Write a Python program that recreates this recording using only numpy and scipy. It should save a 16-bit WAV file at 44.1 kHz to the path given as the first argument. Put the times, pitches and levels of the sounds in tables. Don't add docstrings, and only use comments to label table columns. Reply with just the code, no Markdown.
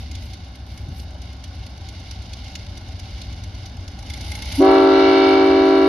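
import sys
import numpy as np
from scipy import signal
from scipy.fft import rfft, irfft
from scipy.io import wavfile
from scipy.ndimage import uniform_filter1d

SR = 44100
rng = np.random.default_rng(int(sys.argv[2]) if len(sys.argv) > 2 else 0)


def waveform_to_disk(signal):
    frames = np.transpose(np.atleast_2d(signal))
    scaled = np.clip(frames, -1, 1) * 32767
    samples = np.round(scaled).astype(np.int16)
    wavfile.write(sys.argv[1], SR, samples)


N = 259308
TIME_S = np.arange(N) / SR
EAR_SIGN = np.array([[1], [-1]])

# frequency in Hz, left-right correlation (clipped to +-1 in use).
CORRELATION = [(100, 2), (280, 0.82), (600, 1.55), (1000, 0.04), (1400, 0.06), (2200, 0.56), (3000, 0.68),
               (4200, 0.4), (6300, -0.1), (13000, 0.5)]
# frequency in Hz, left minus right in dB.
BALANCE_DB = [(150, 1), (330, -0.8), (600, 4), (1000, -3.5), (1400, 5.5), (2200, -1), (2900, -2), (3400, 1),
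              (3800, -8.5), (4500, -4), (5300, -2.5), (7000, -3), (9500, -0.5), (12000, 10)]
# centre in seconds, level in dB, half length in seconds.
RUSTLE_BURSTS = [(0, -61, .035), (0.26, -62, 0.055), (0.756, -66, 0.098), (.99, -54, 0.044)]
# centre in seconds, level in dB, pitch in Hz, half length in seconds.
DULL_KNOCKS = [(0.896, -27, 106, 0.016), (.9, -40, 250, .022), (1.156, -40.5, 730, .009)]

# frequency in Hz, relative density in dB.
RUSTLE_DB = [(7000, -13), (9500, 1), (12000, -1), (13800, -5), (15000, -12)]
RUMBLE_DB = [(20, -35.5), (32, -13.5), (42, -9), (54, -3), (68, 0), (90, 1.5), (112, -5.5), (145, -21.5),
             (168, -14), (205, -18), (250, -16), (310, -21.5), (380, -29), (450, -35.5)]
ROAR_DB = [(210, -34.5), (350, -7.5), (475, -11), (596, -1), (690, -4.5), (769, 0), (884, -5), (972, -8),
           (1110, -7), (1200, -15.5), (1440, -6), (1850, -15), (2000, -28), (2600, -42), (4400, -120)]
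HISS_DB = [(1060, -41), (1800, -13.5), (2140, 4), (2520, -6), (2920, 3.5), (3180, -2.5), (3780, 2.5),
           (4010, -4), (4300, 1), (4850, 0.5), (6070, -6), (6790, -14), (7660, -29), (10600, -18),
           (14100, -42)]
SPIT_BODY_DB = [(1700, -59), (2150, 4.5), (2550, 1.5), (3000, -0.5), (4200, 7), (5800, 5), (6700, 2),
                (7800, -45.5), (9000, -45)]
SPIT_TOP_DB = [(7500, -23), (9500, -1), (11000, 0.5), (12500, -16), (14500, -36)]
BELL_RUSH_DB = [(230, 2), (300, -2), (400, 0.5), (520, -2.5), (750, -7.5), (1000, -13.5), (1800, -22)]
EDGE_DB = [(500, -12), (1100, -6), (1500, 1), (1850, -16.5), (2200, -2.5), (2500, -8.5), (2700, -2),
           (2950, 2), (3250, -11.5), (3750, 0), (4050, -7.5), (4400, 2), (4700, -12.5), (4950, 4),
           (5150, -11), (5400, -7.5), (6500, -18), (7500, -34), (10800, -24.5), (14000, -44.5)]

# time in seconds, relative level in dB.
EXHAUST_CURVE_DB = [(0, -31), (.57, -36), (.85, -30.5), (1.1, -34), (2.7, -33.5), (3.2, -31.5), (3.9, -32)]
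CLATTER_CURVE_DB = [(0, 4), (.33, 0.5), (.55, -5.5), (1.0, -1), (1.22, -2), (2.1, 1.5), (2.33, 5.5),
                    (2.55, 9), (2.77, -0.5), (3.0, 3), (3.22, 4.5), (3.45, 0.5), (3.88, 3), (4.1, 3)]
EDGE_CURVE_DB = [(4.61, -31.5), (4.74, -30), (4.86, -32), (5.03, -27.5), (5.3, -27.5), (5.46, -31),
                 (5.88, -34)]

# time in seconds, cycle rate in Hz.
CYCLE_RATE_HZ = [(0, 4.535), (1.1, 4.528), (1.6, 4.455), (2.6, 4.534), (4.1, 4.519), (4.4, 4.79),
                 (4.6, 5.3)]
# pitch in Hz, level in dB.
WHINE_ENDS = [(765, -59.5), (865, -45.5)]
# relative level in dB at idle, then under load.
CYLINDER_DB = [(-1.5, 1.5), (-15, -1), (-30, -7), (-10, -1), (-16, -5.5), (-18.5, -9.5)]
# frequency in Hz, relative level in dB, t60 in seconds.
OUTLET_MODES = [(2150, 0, .035), (2950, -10, .022), (3450, -6, .025), (4300, -8, .02), (4950, -6, .022),
                (5900, -5, .025), (6650, -12, .015)]

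# pitch in Hz, start in seconds, left minus right in dB, right lag in ms.
HORN_CHIMES = [(282.4, 4.572, 0, .05), (327.4, 4.586, -2, 0), (385.0, 4.596, 1, 0), (451.9, 4.640, 8, .48),
               (564.6, 4.594, 0, .03)]
# relative level in dB, slope in dB per second.
FUNDAMENTAL_DB = [(-19, -0.4), (-21.5, -0.5), (-14, -1.7), (-24, -5), (-24.5, -5)]
# harmonic number, then relative level in dB for each of the five chimes.
OVERTONE_DB = [(2, -57.5, -25, -23.5, -30, -32), (3, -55, -29, -33, -29, -38.5),
               (4, -63.5, -37, -38, -47.5, -45), (5, -47.5, -42, -43, -36.5, -38.5),
               (6, -68, -42, -38, -44.5, -49), (7, -60, -47, -48, -53.5, -54.5),
               (8, -70.5, -52, -58.5, -49, -52), (9, -60.5, -58, -56.5, -57.5, -63.5),
               (10, -71.5, -63, -54.5, -50.5, -61), (11, -53.5, -46, -49, -58.5, -65.5),
               (12, -72.5, -46, -60, -55.5, -83.5)]
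# frequency in Hz, relative level in dB.
MIXING_TONES = [(609.6, -39), (667.2, -45), (712.2, -37), (779.2, -45), (836.8, -42), (1039.5, -39),
                (1221.7, -42), (1433.8, -44), (1456.3, -43), (1605.5, -44), (1991.3, -45), (2020.5, -44)]

ALL_FIRE_LOAD = .32


def from_db(db):
    return 10 ** (np.asarray(db) / 20)


def unit_rms(x):
    return x / np.sqrt(np.mean(x ** 2) + 1e-20)


def at_time(curve, t=TIME_S):
    return np.interp(t, *np.transpose(curve))


def at_hz(points, hz):
    known_hz, values = np.transpose(points)
    return np.interp(np.log(np.maximum(hz, 1)), np.log(known_hz), values)


def drift(corner_hz, t=TIME_S):
    pole = np.exp(-2 * np.pi * corner_hz / 1000)
    slow = signal.lfilter([1], [1, -2 * pole, pole * pole], rng.standard_normal(8000))[2000:]
    return np.interp(t * 1000, np.arange(len(slow)), unit_rms(slow))


def ease(x):
    return np.sin(np.pi / 2 * np.clip(x, 0, 1)) ** 2


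def burst(centre_s, half_s):
    return np.exp(-np.minimum(((TIME_S - centre_s) / half_s) ** 2, 50))


def coloured(pair, spectrum):
    hz = np.arange(N // 2 + 1) * SR / N
    mid, side = rfft(pair)
    out_of_band = np.maximum(spectrum[0][0] / (hz + 1), 1) * np.maximum(hz / spectrum[-1][0], 1)
    alike = np.clip(at_hz(CORRELATION, hz), -1, 1)
    stereo = np.sqrt(1 + alike) * mid + EAR_SIGN * np.sqrt(1 - alike) * side
    gain = from_db(at_hz(spectrum, hz) + EAR_SIGN * at_hz(BALANCE_DB, hz) / 2) / out_of_band ** 10
    return unit_rms(irfft(gain * stereo, N))


def noise(spectrum):
    return coloured(rng.standard_normal((2, N)), spectrum)


def scatter(x, t60_s):
    t = np.arange(SR // 2) / SR
    echoes = rng.standard_normal((2, len(t))) * from_db(-60 * t / t60_s)
    return unit_rms(signal.fftconvolve(x[None], echoes, axes=1)[:, :N])


def rustle(grain_db=4):
    level = sum(from_db(db) * burst(s, half_s) for s, db, half_s in RUSTLE_BURSTS)
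    return level * from_db(grain_db * drift(120)) * noise(RUSTLE_DB)


def knocks(width=1.42, skirt_db=-14):
    out = np.zeros((2, N))
    for s, db, hz, half_s in DULL_KNOCKS:
        band = [(hz / width, skirt_db), (hz, 0), (hz * width, skirt_db)]
        out += from_db(db) * burst(s, half_s) * noise(band)
    return out


def load(t, throttle_s=3.9, rise_s=.65):
    return np.clip((t - throttle_s) / rise_s, 0, 1)


def sizzle(level_db=-51.5, flicker_db=3, grain_db=3):
    db = level_db + flicker_db * drift(12) + grain_db * drift(120)
    return load(TIME_S) * from_db(db) * noise(SPIT_TOP_DB)


def engine(hum_hz=63.8, hum_db=-7, roar_db=-50.5, approach_db_per_s=.5, hiss_db=-48):
    effort = load(TIME_S)
    hum = np.sqrt(2) * np.sin(2 * np.pi * hum_hz * TIME_S + .3 * drift(1))
    rumble = unit_rms(noise(RUMBLE_DB) + from_db(hum_db) * hum)
    exhaust = from_db(at_time(EXHAUST_CURVE_DB) + 3 * effort) * rumble
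    whine_hz, whine_db = [np.interp(effort, [0, 1], ends) for ends in np.transpose(WHINE_ENDS)]
    phase = 2 * np.pi * np.cumsum(whine_hz) / SR
    whine = from_db(whine_db) * (drift(30) * np.cos(phase) + drift(30) * np.sin(phase))
    roar = from_db(roar_db + approach_db_per_s * TIME_S + 4.5 * effort) * noise(ROAR_DB)
    restless_db = .54 * at_time(CLATTER_CURVE_DB) + 1.4 * drift(8) + 1.23 * drift(82)
    hiss = from_db(hiss_db + restless_db + 9.5 * effort) * noise(HISS_DB)
    return exhaust + whine + roar + hiss


def firings(first_s=.1122, uneven_db=1.37, up_to_speed_s=4.68, fade_db_per_s=44, max_fade_db=6.5):
    cycles = np.cumsum(at_time(CYCLE_RATE_HZ)) / SR
    strokes = len(CYLINDER_DB) * (cycles - np.interp(first_s, TIME_S, cycles))
    stroke = np.arange(int(strokes[-1]))
    start_s = np.interp(stroke, strokes, TIME_S)
    effort = load(start_s)
    idle_db, loaded_db = np.array(CYLINDER_DB)[stroke % len(CYLINDER_DB)].T
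    db = idle_db + np.minimum(effort / ALL_FIRE_LOAD, 1) * (loaded_db - idle_db)
    db += uneven_db * rng.standard_normal(len(stroke))
    db -= np.clip(fade_db_per_s * (start_s - up_to_speed_s), 0, max_fade_db)
    clatter_db = at_time(CLATTER_CURVE_DB, start_s)
    body_db = -31.5 + db + clatter_db + 4 * effort
    top_db = -47 + db + .1 * clatter_db + 11.5 * effort
    return list(zip(start_s, body_db, top_db))


def outlet_ring(puff, knock_db, spread_db=3.5):
    age_s = TIME_S[:SR // 20]
    hz, db, t60_s = np.transpose(OUTLET_MODES)[:, :, None]
    db = db + spread_db * rng.standard_normal(db.shape) + knock_db * (hz == hz.min())
    modes = np.sum(from_db(db - 60 * age_s / t60_s) * np.sin(2 * np.pi * hz * age_s), axis=0)
    turbulence = rng.standard_normal(len(puff)) + .5 * rng.standard_normal((2, len(puff)))
    turbulence = signal.sosfilt(signal.butter(4, 1800, "high", fs=SR, output="sos"), turbulence)
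    ring = signal.fftconvolve(puff * turbulence, modes[None], axes=1)[:, :len(puff)]
    return ring / np.abs(ring).max()


def spits(rise_s=.0014, hold_s=.0064, fall_s=.0032, tail_s=.025, tail_db=-17):
    body, top, ring = np.zeros(N), np.zeros(N), np.zeros((2, N))
    stray_spit = (.1507, -31.5, -51)
    for start_s, body_db, top_db in [stray_spit] + firings():
        first = int(start_s * SR)
        age_s = TIME_S[:min(SR // 5, N - first)]
        span = slice(first, first + len(age_s))
        attack = ease(age_s / rise_s)
        puff = attack * np.exp(-np.maximum(age_s - hold_s, 0) / fall_s)
        envelope = puff + attack * from_db(tail_db) * np.exp(-age_s / tail_s)
        body[span] += from_db(body_db - 10) * envelope
        top[span] += from_db(top_db - 5) * envelope
        ring_db = body_db + np.interp(body_db, [-32, -24], [-3, 0])
        knock_db = np.interp(load(start_s), [0, ALL_FIRE_LOAD], [-8, 2])
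        ring[:, span] += from_db(ring_db) * outlet_ring(puff, knock_db)
    return body * noise(SPIT_BODY_DB) + top * noise(SPIT_TOP_DB) + ring


def shock_fronts(pressure, steepness=14.2, tail_db=-5):
    fronts = np.maximum(np.diff(np.tanh(steepness * pressure), prepend=0), 0)
    fronts = signal.sosfilt(signal.butter(2, 900, "high", fs=SR, output="sos"), fronts)
    scattered = scatter(fronts, t60_s=.015) + from_db(tail_db) * scatter(fronts, t60_s=.95)
    return coloured(scattered, EDGE_DB)


def partial(phase, hz, t, width=.9, waver_at_1khz=.18):
    offset_rad = width * np.arccos(np.clip(at_hz(CORRELATION, hz), -1, 1)) / 2 * rng.choice([-1, 1])
    waver = waver_at_1khz * np.sqrt(hz / 1000)
    amplitude = np.sqrt(2) * (1 + waver * drift(1.7, t))
    wave = amplitude * np.cos(phase + EAR_SIGN * offset_rad + waver * drift(13, t))
    return wave * from_db(EAR_SIGN * at_hz(BALANCE_DB, hz) / 2)


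def fundamental(phase, hz, pan_db, lag_ms):
    sides = unit_rms(from_db(EAR_SIGN * pan_db / 2))
    lag_s = np.array([[0], [lag_ms / 1000]])
    return np.sqrt(2) * sides * np.cos(phase - 2 * np.pi * hz * lag_s)


def horn(flat=.05, settle_s=.0219, jitter=.00063, attack_s=.032, bloom_s=.021, sag_db_per_s=3.5,
         partial_db=.5, rush_db=-42, blast_db=11, shortfall_db=4, fill_s=.22):
    on = TIME_S > HORN_CHIMES[0][1]
    t = TIME_S[on]
    held_s = t - t[0]
    sag_db = -sag_db_per_s * held_s
    edge_db = at_time(EDGE_CURVE_DB, t)
    high_swell_db = edge_db - edge_db.mean() + sag_db.mean()
    low_swell_db = sag_db + 2 * burst(4.73, half_s=.08)[on]
    chord, pressure = np.zeros((2, N)), np.zeros(N)
    for i, (hz, start_s, pan_db, lag_ms) in enumerate(HORN_CHIMES):
        db, db_per_s = FUNDAMENTAL_DB[i]
        age_s = np.maximum(t - start_s, 0)
        pitch_hz = hz * (1 - flat * np.exp(-age_s / settle_s) + jitter * drift(12, t))
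        phase = 2 * np.pi * np.cumsum(pitch_hz) / SR
        attack = ease(age_s / attack_s)
        chord[:, on] += from_db(db + db_per_s * age_s) * attack * fundamental(phase, hz, pan_db, lag_ms)
        pressure[on] += attack * np.cos(phase) / len(HORN_CHIMES)
        for k, *chime_db in OVERTONE_DB:
            high = np.interp(k * hz, [1200, 2400], [0, 1])
            swell_db = high * high_swell_db + (1 - high) * low_swell_db
            bloom = ease(age_s / (attack_s + bloom_s * (k - 1)))
            gain = from_db(chime_db[i] + swell_db + partial_db) * bloom
            chord[:, on] += gain * partial(k * phase, k * hz, t)
    onset = ease((t - 4.59) / .057)
    for hz, db in MIXING_TONES:
        chord[:, on] += from_db(db + partial_db + sag_db) * onset * partial(2 * np.pi * hz * t, hz, t)
    chord[:, on] += from_db(edge_db) * onset * unit_rms(shock_fronts(pressure)[:, on])
    chord[:, on] += from_db(rush_db + sag_db) * onset * noise(BELL_RUSH_DB)[:, on]
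    chord[:, on] *= from_db(blast_db - shortfall_db * np.exp(-held_s / fill_s))
    return chord


def scene(echo_db=-23):
    chord = horn()
    trees = from_db(echo_db) * np.std(chord) * scatter(chord.mean(axis=0), t60_s=.98)
    return chord + trees + engine() + spits() + sizzle() + rustle() + knocks()


def gain_control(x, ceiling_db=-9, settled_db=-11.5, settle_s=.36, release_db_per_s=8):
    level_db = 10 * np.log10(uniform_filter1d(np.mean(x ** 2, axis=0), size=SR // 40) + 1e-12)
    release_db = release_db_per_s * TIME_S
    held_db = np.maximum.accumulate(level_db + release_db) - release_db
    fast_db = np.maximum(held_db - ceiling_db, 0)
    pole = np.exp(-1 / (settle_s * SR))
    slow_db = signal.lfilter([1 - pole], [1, -pole], np.maximum(held_db - fast_db - settled_db, 0))
    return x * from_db(-fast_db - slow_db)


def record(dry, stopband_hz=15500):
    lowpass = signal.cheby2(12, 60, stopband_hz, fs=SR, output="sos")
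    return signal.sosfilt(lowpass, np.clip(gain_control(dry), -1, 1))


dry = scene()
out = record(dry)
waveform_to_disk(out)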